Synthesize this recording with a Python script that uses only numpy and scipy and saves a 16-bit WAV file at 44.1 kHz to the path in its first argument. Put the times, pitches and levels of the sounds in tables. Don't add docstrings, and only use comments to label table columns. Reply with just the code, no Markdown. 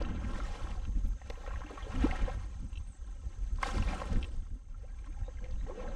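import sys
import numpy as np
from scipy import signal
from scipy.fft import rfft, irfft
from scipy.io import wavfile
from scipy.ndimage import uniform_filter1d

SR = 44100
rng = np.random.default_rng(int(sys.argv[2]) if len(sys.argv) > 2 else 0)


def unload_wav(signal):
    wavfile.write(
        sys.argv[1],
        SR,
        np.round(np.clip(np.atleast_2d(signal).T, -1, 1) * 32767).astype(np.int16),
    )


N = 262395
TIME = np.arange(N) / SR


# catch_s, attack_s, length_s, gurgle_db, slosh_db, spray_db
STROKES = [(0.0, 0.03, 0.38, -48.5, -52, -84), (0.489, 0.36, 0.2, -52.5, -50, -60),
           (2.052, 0.23, 0.25, -50, -47.5, -60.5), (3.663, 0.079, 0.074, -48, -46, -54),
           (3.879, 0.045, 0.079, -43.5, -45, -58), (4.105, 0.12, 0.032, -45, -53.5, -65),
           (5.796, 0.15, 0.17, -50.5, -55.5, -79.5)]

def stirring(levels_db, bed, lag_s, sag_db_per_s, release_db_per_s):
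    power = bed ** 2
    for (catch_s, attack_s, length_s, *_), level_db in zip(STROKES, levels_db):
        t = TIME - catch_s - lag_s
        fall_db = sag_db_per_s * np.clip(t, 0, length_s) + release_db_per_s * np.maximum(t - length_s, 0)
        power += (ramp(catch_s + lag_s - attack_s, attack_s) * from_db(level_db - fall_db)) ** 2
    return 10 * np.log10(power)


# pitch_hz, relative_db
GURGLE = [(125, 5), (180, -3.5), (260, -12.5), (380, 4), (520, -24)]
SLOSH = [(400, -16), (550, -5), (1000, -3.5), (1500, -2.5), (2200, -5.5), (3000, -7.5), (4000, -9.5)]
SPRAY = [(2800, 4), (4000, 0.5), (6000, 3), (8500, 0), (10000, -5.5), (11000, -21.5), (14000, -14)]

def churn(runoff_fade_s=0.27, clump_db=1.56):
    *_, gurgles, sloshes, sprays = np.transpose(STROKES)
    lap = from_db(in_time(BACKGROUND_LEVEL))
    trickle = np.zeros(N)
    for start_s, length_s, trickle_db, _ in RUNOFFS:
        fade_in = ramp(start_s - runoff_fade_s, runoff_fade_s)
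        fade_out = 1 - ramp(start_s + length_s, runoff_fade_s)
        trickle += from_db(trickle_db) * fade_in * fade_out
    gurgle_bed = np.hypot(from_db(-64.5) * lap, from_db(-6.5) * trickle)
    slosh_bed = np.hypot(from_db(-69) * lap, trickle)
    spray_bed = np.hypot(from_db(-77) * lap, from_db(-13) * trickle)
    gurgle_db = stirring(gurgles, gurgle_bed, lag_s=0.005, sag_db_per_s=1.3, release_db_per_s=89)
    slosh_db = stirring(sloshes, slosh_bed, lag_s=0.0013, sag_db_per_s=16.4, release_db_per_s=79)
    spray_db = stirring(sprays, spray_bed, lag_s=0.0034, sag_db_per_s=26.3, release_db_per_s=49)
    clumps_db = clump_db * wander(width_hz=27.2)
    gurgle = bubble_cloud(GURGLE, gurgle_db, max_per_s=170, ring_cycles=17.8,
                          spread_db=2.5, rise=0.542, froth=0.37, thinning=0.18)
    slosh = bubble_cloud(SLOSH, slosh_db + clumps_db, max_per_s=1200, ring_cycles=28.1,
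                         spread_db=2.5, rise=0.33, froth=0.63, thinning=0.26)
    spray = bubble_cloud(SPRAY, spray_db + clumps_db, max_per_s=3000, ring_cycles=28,
                         spread_db=6.5, rise=0.053, froth=1.0, thinning=0.19)
    return gurgle + slosh + spray


def bubble_cloud(sizes, level_db, max_per_s, ring_cycles, spread_db, rise, froth, thinning):
    bubbles = np.zeros(N)
    low_hz, high_hz = sizes[0][0], min(sizes[-1][0], .4 * SR)
    density = from_db(thinning * (level_db - level_db.max()))
    for when, size, strength, life, side, luck in rng.random((int(max_per_s * N / SR), 6)):
        chance = density[int(when * N)]
        if luck < chance:
            hz = low_hz * (high_hz / low_hz) ** size
            gain = from_db(at_hz(sizes, hz) - spread_db * np.log(max(strength, .03))) / np.sqrt(chance)
            ring = bubble(hz, ring_cycles * (.5 + life) / hz, rise * 2 * life, onset_cycles=0.76)
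            add(bubbles, when * N / SR, np.sign(side - .5) * gain * ring)
    fizz_spectrum = [(hz, db - 10 * np.log10(hz)) for hz, db in sizes]
    fizz = band(noise(fizz_spectrum), low_hz, high_hz, order=3)
    return from_db(level_db) * steady(rms_one(bubbles) + froth * rms_one(fizz), span_s=0.023)


def bubble(hz, t60_s, rise, onset_cycles, bend=None):
    t = np.arange(int(t60_s * SR) + 2) / SR
    onset = 1 - np.exp(-(t * hz / onset_cycles) ** 2)
    envelope = onset * from_db(-60 * t / t60_s)
    sway_s = 0 if bend is None else np.cumsum(np.resize(bend, len(t))) / SR
    cycles = hz * (t * (1 + rise * t / t60_s / 2) + sway_s)
    return envelope / (envelope.max() + 1e-12) * np.sin(2 * np.pi * cycles)


# start_s, pitch_hz, peak_db, t60_s
PLOPS = [(0.0148, 465, -30, 0.0077), (0.087, 1540, -44.5, 0.025), (0.3863, 570, -36, 0.021),
         (0.401, 1364, -37, 0.031), (0.67, 1075, -41.5, 0.024), (0.777, 730, -47.5, 0.04),
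         (1.2157, 690, -45.5, 0.011), (1.217, 1850, -49, 0.019), (1.3001, 475, -31.5, 0.018),
         (1.437, 790, -57, 0.035), (1.4766, 530, -37, 0.023), (1.506, 990, -42, 0.023),
         (1.507, 1630, -43, 0.02), (1.537, 1110, -41.5, 0.026), (1.5587, 1810, -44.5, 0.022),
         (1.606, 517, -42.5, 0.017), (1.6168, 1020, -39, 0.019), (1.644, 297, -46, 0.13),
         (1.676, 2080, -54, 0.028), (1.697, 1250, -43, 0.022), (1.705, 404, -38, 0.28),
         (1.777, 1117, -37, 0.047), (1.806, 2040, -45, 0.041), (1.824, 3150, -49.5, 0.076),
         (1.867, 420, -39.5, 0.11), (1.9532, 2030, -44.5, 0.023), (1.96, 2850, -45.5, 0.031),
         (2.0436, 950, -34.5, 0.031), (2.067, 824, -34, 0.029), (2.094, 750, -39.5, 0.035),
         (2.1245, 740, -35.5, 0.075), (2.28, 970, -40.5, 0.041), (3.585, 990, -44.5, 0.022),
         (3.616, 1040, -45, 0.023), (3.6303, 1070, -20.5, 0.012), (3.6321, 2050, -28, 0.016),
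         (3.6884, 1140, -27.5, 0.014), (3.743, 373, -34.5, 0.14), (3.775, 249, -40, 0.022),
         (3.7815, 1025, -32, 0.023), (3.824, 2590, -35.5, 0.022), (3.825, 790, -40.5, 0.017),
         (3.8865, 2340, -37, 0.015), (3.9304, 768, -35, 0.042), (4.016, 1070, -38, 0.025),
         (4.017, 568, -33.5, 0.025), (4.04, 1060, -43, 0.022), (4.466, 1080, -56.5, 0.017),
         (4.558, 264, -50, 0.054), (4.744, 1340, -55.5, 0.038), (4.988, 2250, -56, 0.025),
         (5.044, 1750, -53, 0.0089), (5.071, 1030, -51, 0.022), (5.125, 1850, -63, 0.018),
         (5.21, 1340, -54, 0.012), (5.233, 1580, -55, 0.014), (5.2807, 515, -42, 0.041),
         (5.305, 2090, -63, 0.028), (5.371, 2080, -55.5, 0.028), (5.3858, 1670, -51, 0.024),
         (5.454, 1880, -54, 0.022), (5.498, 1850, -61, 0.017), (5.523, 3950, -60, 0.022),
         (5.609, 2150, -58, 0.026), (5.613, 730, -65, 0.03), (5.6653, 824, -47, 0.024),
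         (5.667, 2000, -52.5, 0.022), (5.697, 450, -36.5, 0.023), (5.707, 1090, -41.5, 0.025),
         (5.798, 990, -47, 0.024), (5.8757, 1530, -43.5, 0.025)]

def plops(splash_db=-9, wobble=0.056, shed_count=3, shed_db=-12, shed_s=0.033, shed_octaves=0.73):
    out = np.zeros(N)
    unrest = wobble * wander(width_hz=250)
    for (start_s, hz, peak_db, t60_s), shed in zip(PLOPS, rng.random((len(PLOPS), shed_count, 2))):
        ring = bubble(hz, t60_s, rise=0.051, onset_cycles=0.36, bend=unrest[int(start_s * SR):])
        add(out, start_s, from_db(peak_db) * ring)
        add(out, start_s, from_db(peak_db + splash_db) * crack(1.54 * hz, t60_s=0.0046))
        for when, size in shed:
            shed_hz = hz * 2 ** (shed_octaves * (2 * size - .7))
            ring = bubble(shed_hz, t60_s / 2, rise=0.07, onset_cycles=0.43)
            add(out, start_s + when * shed_s, from_db(peak_db + shed_db) * (1 - when / 2) * ring)
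    return out


# start_s, length_s, start_hz, end_hz, level_db, roughness (0-1)
GULPS = [(1.343, 0.028, 945, 1510, -58, 0.2), (1.374, 0.028, 450, 573, -54, 0.4),
         (1.941, 0.075, 253, 269, -39, 0.46), (2.0377, 0.027, 250, 620, -23, 0.33),
         (2.107, 0.012, 1770, 3150, -40, 0.6), (2.277, 0.0237, 526, 885, -36.5, 0.76),
         (4.83, 0.027, 435, 850, -52, 0.42), (4.881, 0.06, 1575, 1700, -68.5, 0.3),
         (5.064, 0.05, 266, 335, -52.5, 0.37), (5.16, 0.13, 803, 758, -61.5, 0.9),
         (5.41, 0.12, 494.6, 540, -52, 0.87), (5.664, 0.0416, 401, 650, -45, 0.25),
         (5.705, 0.023, 830, 960, -48, 0.4), (5.706, 0.056, 368, 458, -38, 0.23),
         (5.757, 0.068, 447, 638, -43, 0.54), (5.803, 0.15, 511, 570, -43.5, 0.92),
         (5.839, 0.04, 774, 1560, -49, 0.6)]

def gulps():
    out = np.zeros(N)
    tumble = flutter(width_hz=208)
    for start_s, length_s, start_hz, end_hz, level_db, roughness in GULPS:
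        progress = np.linspace(0, 1, int(length_s * SR))
        hz = start_hz * (end_hz / start_hz) ** (progress ** 1.86)
        envelope = np.sqrt(np.abs(np.sin(np.pi * progress ** 0.94))) * (1 - progress / 2)
        unrest = np.roll(tumble, -int(start_s * SR))[:len(progress)]
        drive = np.sqrt(1 - roughness ** 2) + roughness * unrest
        add(out, start_s, from_db(level_db) * envelope * np.imag(drive * phasor(hz)))
    return out


# start_s, peak_db, band_hz
SLAPS = [(0.022, -39, 4400), (0.359, -38, 2070), (0.851, -48, 1490), (1.3, -38.5, 5050), (1.301, -56, 900),
         (1.302, -36.5, 1800), (1.463, -38.5, 1650), (1.475, -40.5, 2060), (1.774, -37.5, 815),
         (1.936, -40.5, 1100), (2.111, -33, 2480), (2.278, -47, 890), (3.558, -52, 4000),
         (3.574, -52, 5500), (3.6278, -32.5, 6240), (3.6305, -35, 810), (3.6312, -29.5, 1670),
         (3.781, -38, 4200), (3.782, -35.5, 1100), (3.824, -39, 1350), (3.876, -38.5, 880),
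         (3.877, -48, 1800), (4.017, -34.5, 705), (4.129, -46, 5100), (4.159, -41, 1860),
         (5.442, -45.5, 2800), (5.51, -51.5, 4400)]

def slaps():
    out = np.zeros(N)
    for start_s, peak_db, band_hz in SLAPS:
        add(out, start_s, from_db(peak_db) * crack(band_hz, t60_s=0.0077))
    return out


def crack(band_hz, t60_s):
    t = np.arange(N // 40) / SR
    burst = from_db(-60 * t / t60_s) * rng.standard_normal(len(t))
    burst = band(burst, band_hz / 1.53, band_hz * 1.17)
    return burst / np.abs(burst).max()


# start_s, length_s, trickle_db, loudest_drip_db
RUNOFFS = [(1.423, 0.53, -57.5, -44.5), (4.868, 0.8, -74, -59)]

def drips(per_s=82, range_db=13, low_hz=515, high_hz=2990):
    out = np.zeros(N)
    for start_s, length_s, _, loudest_db in RUNOFFS:
        for when, size, softness in rng.random((int(per_s * length_s), 3)):
            ring = bubble(low_hz * (high_hz / low_hz) ** size, t60_s=0.019, rise=0.28, onset_cycles=0.77)
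            add(out, start_s + when * length_s, from_db(loudest_db - range_db * softness) * ring)
    return out


# start_s, length_s, level_db
SPURTS = [(1.07, 0.034, -48), (1.297, 0.02, -50), (1.326, 0.56, -63)]

def spatter(per_s=2500, fade_db=14, range_db=10):
    clicks = np.zeros(N)
    for start_s, length_s, level_db in SPURTS:
        for when, softness, side in rng.random((int(per_s * length_s), 3)):
            click = np.sign(side - .5) * from_db([level_db - fade_db * when - range_db * softness])
            add(clicks, start_s + when * length_s, click)
    return band(clicks, low_hz=5000, high_hz=14500)


# start_s, level_db, t60_s
TICKS = [(0.049, -44.5, 0.045), (0.851, -47, 0.023), (2.728, -55, 0.039), (2.7554, -46.5, 0.03),
         (2.773, -43.5, 0.025), (4.228, -32, 0.0077), (4.2435, -36.5, 0.011)]
# pitch_hz, relative_db
TICK_MODES = [(2720, -4), (3020, -4), (3900, -14.5), (5500, -22)]

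def ticks():
    out = np.zeros(N)
    for start_s, level_db, t60_s in TICKS:
        for hz, mode_db in TICK_MODES:
            ring = bubble(hz, t60_s, rise=0.012, onset_cycles=2.1)
            add(out, start_s, from_db(level_db + mode_db) * ring)
    return out


# time_s, level_db
BREEZE = [(0.0, -35.5), (0.23, -37.5), (0.48, -39.5), (0.68, -40.5), (0.93, -37.5), (1.11, -35),
          (1.49, -48), (1.66, -52.5), (1.89, -40), (2.07, -32.5), (2.15, -36), (2.88, -44.5), (3.71, -39),
          (3.96, -27), (4.32, -42.5), (4.54, -43), (5.65, -42.5), (5.95, -37.5)]
# centre_s, half_length_s, change_db
LULLS = [(0.578, 0.038, -10), (0.73, 0.035, 1.5), (1.19, 0.05, -9.5), (2.51, 0.05, -3), (2.623, 0.014, -13),
         (2.956, 0.031, -16), (3.085, 0.025, 0.5), (3.327, 0.029, -6), (4.004, 0.1, -13),
         (4.615, 0.083, -6), (4.885, 0.033, -0.5), (5.784, 0.05, -4)]
# centre_s, half_length_s, rumble_db, buffet_db
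GUSTS = [(0.14, 0.12, -66, -39), (0.271, 0.035, -40, -36.5), (0.356, 0.013, -34, -40.5),
         (0.63, 0.02, -37, -60), (0.886, 0.018, -32.5, -37), (0.973, 0.019, -30.5, -35.5),
         (1.051, 0.012, -29.5, -39), (1.11, 0.033, -44, -56), (1.552, 0.1, -39, -81),
         (1.982, 0.048, -39.5, -37), (2.097, 0.035, -41, -39), (2.236, 0.019, -29.5, -33),
         (2.377, 0.007, -32, -47), (2.639, 0.027, -42, -37.5), (2.792, 0.017, -31.5, -59),
         (3.265, 0.016, -39.5, -60), (3.433, 0.019, -33, -65), (3.55, 0.034, -35, -68),
         (3.793, 0.05, -33.5, -33.5), (4.119, 0.015, -41.5, -31), (4.164, 0.029, -29.5, -30.5),
         (4.38, 0.051, -37, -52.5), (4.528, 0.027, -40.5, -49), (5.22, 0.023, -35, -48.5),
         (5.437, 0.032, -42.5, -47), (5.555, 0.034, -34.5, -51), (5.639, 0.022, -37, -43.5)]
# frequency_hz, density_db
RUMBLE = [(12, -24), (25, 3.5), (38, 2), (55, 1.5), (80, -6.5), (120, -11), (180, -26.5), (280, -43.5),
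          (500, -41.5), (1000, -85)]
BUFFETING = [(40, -16.5), (70, -2.5), (120, 2.5), (170, -7.5), (260, -17.5), (400, -33), (2000, -100)]

def wind(lumpy_db=2.0):
    breeze_db = in_time(BREEZE) + lumpy_db * wander(width_hz=22.4)
    breeze_db += sum(change_db * hump(centre_s, half_s) for centre_s, half_s, change_db in LULLS)
    rumble_gain, buffet_gain = from_db(breeze_db - 2), from_db(breeze_db - 18)
    for centre_s, half_s, rumble_db, buffet_db in GUSTS:
        swell = hump(centre_s, half_s)
        rumble_gain = np.hypot(rumble_gain, from_db(rumble_db) * swell)
        buffet_gain = np.hypot(buffet_gain, from_db(buffet_db) * swell)
    rumble = rumble_gain * steady(noise(RUMBLE), span_s=0.05)
    buffeting = buffet_gain * steady(noise(BUFFETING), span_s=0.029)
    return rumble + buffeting


# pitch_hz, wing_strokes_per_s, one_stroke_at_s
CRICKETS = [(8225, 21.6, 2.693), (7760, 19.4, 5.36)]
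# time_s, level_db
SONGS = [
    [(0, -76), (1.6, -88), (2.4, -68), (2.5, -72), (2.68, -63.5), (2.87, -64.5), (3.12, -69), (3.4, -75),
     (3.55, -66), (4.3, -65), (4.42, -70), (4.72, -80), (4.79, -71), (4.92, -71), (5.23, -69), (5.3, -101)],
    [(2.0, -106), (2.5, -80), (4.3, -67), (4.65, -91), (5.3, -76), (5.95, -83)],
]

def crickets(waver=0.006, uneven_db=1.5, stagger_s=0.002, direct=0.48, scattered=0.25):
    out = np.zeros(N)
    for (pitch_hz, per_s, stroke_s), song in zip(CRICKETS, SONGS):
        late_s = stagger_s * wander(width_hz=9)
        strokes = np.maximum(np.cos(2 * np.pi * per_s * (TIME - stroke_s - late_s)), 0)
        hz = pitch_hz * (1 + waver * noise_band(5.5, 200))
        level_db = in_time(song) + uneven_db * wander(width_hz=12)
        paths = direct + scattered * flutter(width_hz=130)
        out += from_db(level_db) * strokes * np.imag(paths * phasor(hz))
    return out


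# centre_s, half_length_s, pitch_hz, glide_hz_per_s, level_db, blur_hz
BIRD_CHIPS = [(2.888, 0.027, 8500, -3500, -69, 150), (2.932, 0.033, 7930, -14000, -65, 350),
              (5.268, 0.023, 3800, 3509, -66.5, 150), (5.597, 0.02, 3800, 4504, -66, 250)]

def birds():
    out = np.zeros(N)
    for centre_s, half_s, pitch_hz, glide_hz_per_s, level_db, blur_hz in BIRD_CHIPS:
        t = TIME - centre_s
        whistle = np.exp(2j * np.pi * t * (pitch_hz + glide_hz_per_s * t / 2))
        out += from_db(level_db) * hump(centre_s, half_s) * np.real(flutter(blur_hz) * whistle)
    return out


# centre_hz, width_hz, level_db
CHORUS = [(6290, 530, -75), (7240, 220, -93), (7710, 900, -81.5)]
# frequency_hz, density_db
BANK_HISS = [(150, 18), (500, -16), (1300, -3), (2500, -10), (5000, -10.5), (8000, -11), (11000, -47.5)]
# time_s, relative_db
BACKGROUND_LEVEL = [(0, 1), (2.5, 1.5), (2.9, -2), (3.1, -0.5), (3.5, 1.5), (4.4, -3.5), (4.65, -8),
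                    (5.0, -2.5), (5.95, 2.5)]

def bank(hiss_db=-69.5):
    chorus = sum(from_db(db) * noise_band(hz - width / 2, hz + width / 2) for hz, width, db in CHORUS)
    return from_db(in_time(BACKGROUND_LEVEL)) * (chorus + from_db(hiss_db) * noise(BANK_HISS))


def from_db(db):
    return 10 ** (np.asarray(db) / 20)


def rms_one(x):
    return x / np.sqrt(np.mean(x ** 2) + 1e-20)


def in_time(curve):
    return np.interp(TIME, *np.transpose(curve))


def at_hz(spectrum, hz):
    points_hz, db = np.transpose(spectrum)
    return np.interp(np.log(np.maximum(hz, 1)), np.log(points_hz), db)


def ramp(start_s, length_s):
    return np.clip((TIME - start_s) / length_s, 0, 1)


def hump(centre_s, half_s):
    return np.exp(-((TIME - centre_s) / half_s) ** 2)


def phasor(hz):
    return np.exp(2j * np.pi * np.cumsum(hz) / SR)


def noise(spectrum):
    hz = np.arange(N // 2 + 1) * SR / N
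    return rms_one(irfft(rfft(rng.standard_normal(N)) * from_db(at_hz(spectrum, hz)), N))


def noise_band(low_hz, high_hz):
    return rms_one(band(rng.standard_normal(N), low_hz, high_hz))


def flutter(width_hz):
    hz = np.fft.fftfreq(N, 1 / SR)
    white = rng.standard_normal(N) + 1j * rng.standard_normal(N)
    smooth = np.fft.ifft(white * np.exp(-(hz / width_hz) ** 2))
    return smooth / np.std(smooth)


def wander(width_hz):
    return rms_one(flutter(width_hz).real)


def band(x, low_hz, high_hz, order=2):
    edges_hz = [low_hz, min(high_hz, .45 * SR)]
    return signal.sosfilt(signal.butter(order, edges_hz, "band", fs=SR, output="sos"), x)


def steady(x, span_s):
    size = int(span_s * SR)
    power = uniform_filter1d(uniform_filter1d(x ** 2, size), size)
    return x / np.sqrt(np.abs(power) + 0.0011 * np.mean(x ** 2))


def add(out, start_s, sound):
    i = int(np.clip(start_s * SR, 0, N - 1))
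    out[i:i + len(sound)] += sound[:N - i]


def scene():
    paddle = churn() + spatter() + plops() + drips() + gulps() + slaps() + ticks()
    return (paddle + wind() + bank() + crickets() + birds())[None]


def record(dry, fade_in_s=0.004, echo_s=0.003773, echo_gain=0.72, cutoff_hz=16200):
    dry = dry * np.minimum(TIME / fade_in_s, 1)
    hollow = dry + echo_gain * np.interp(TIME - echo_s, TIME, dry[0])
    return signal.sosfilt(signal.cheby2(12, 70, cutoff_hz, fs=SR, output="sos"), hollow)


dry = scene()
out = record(dry)
unload_wav(out)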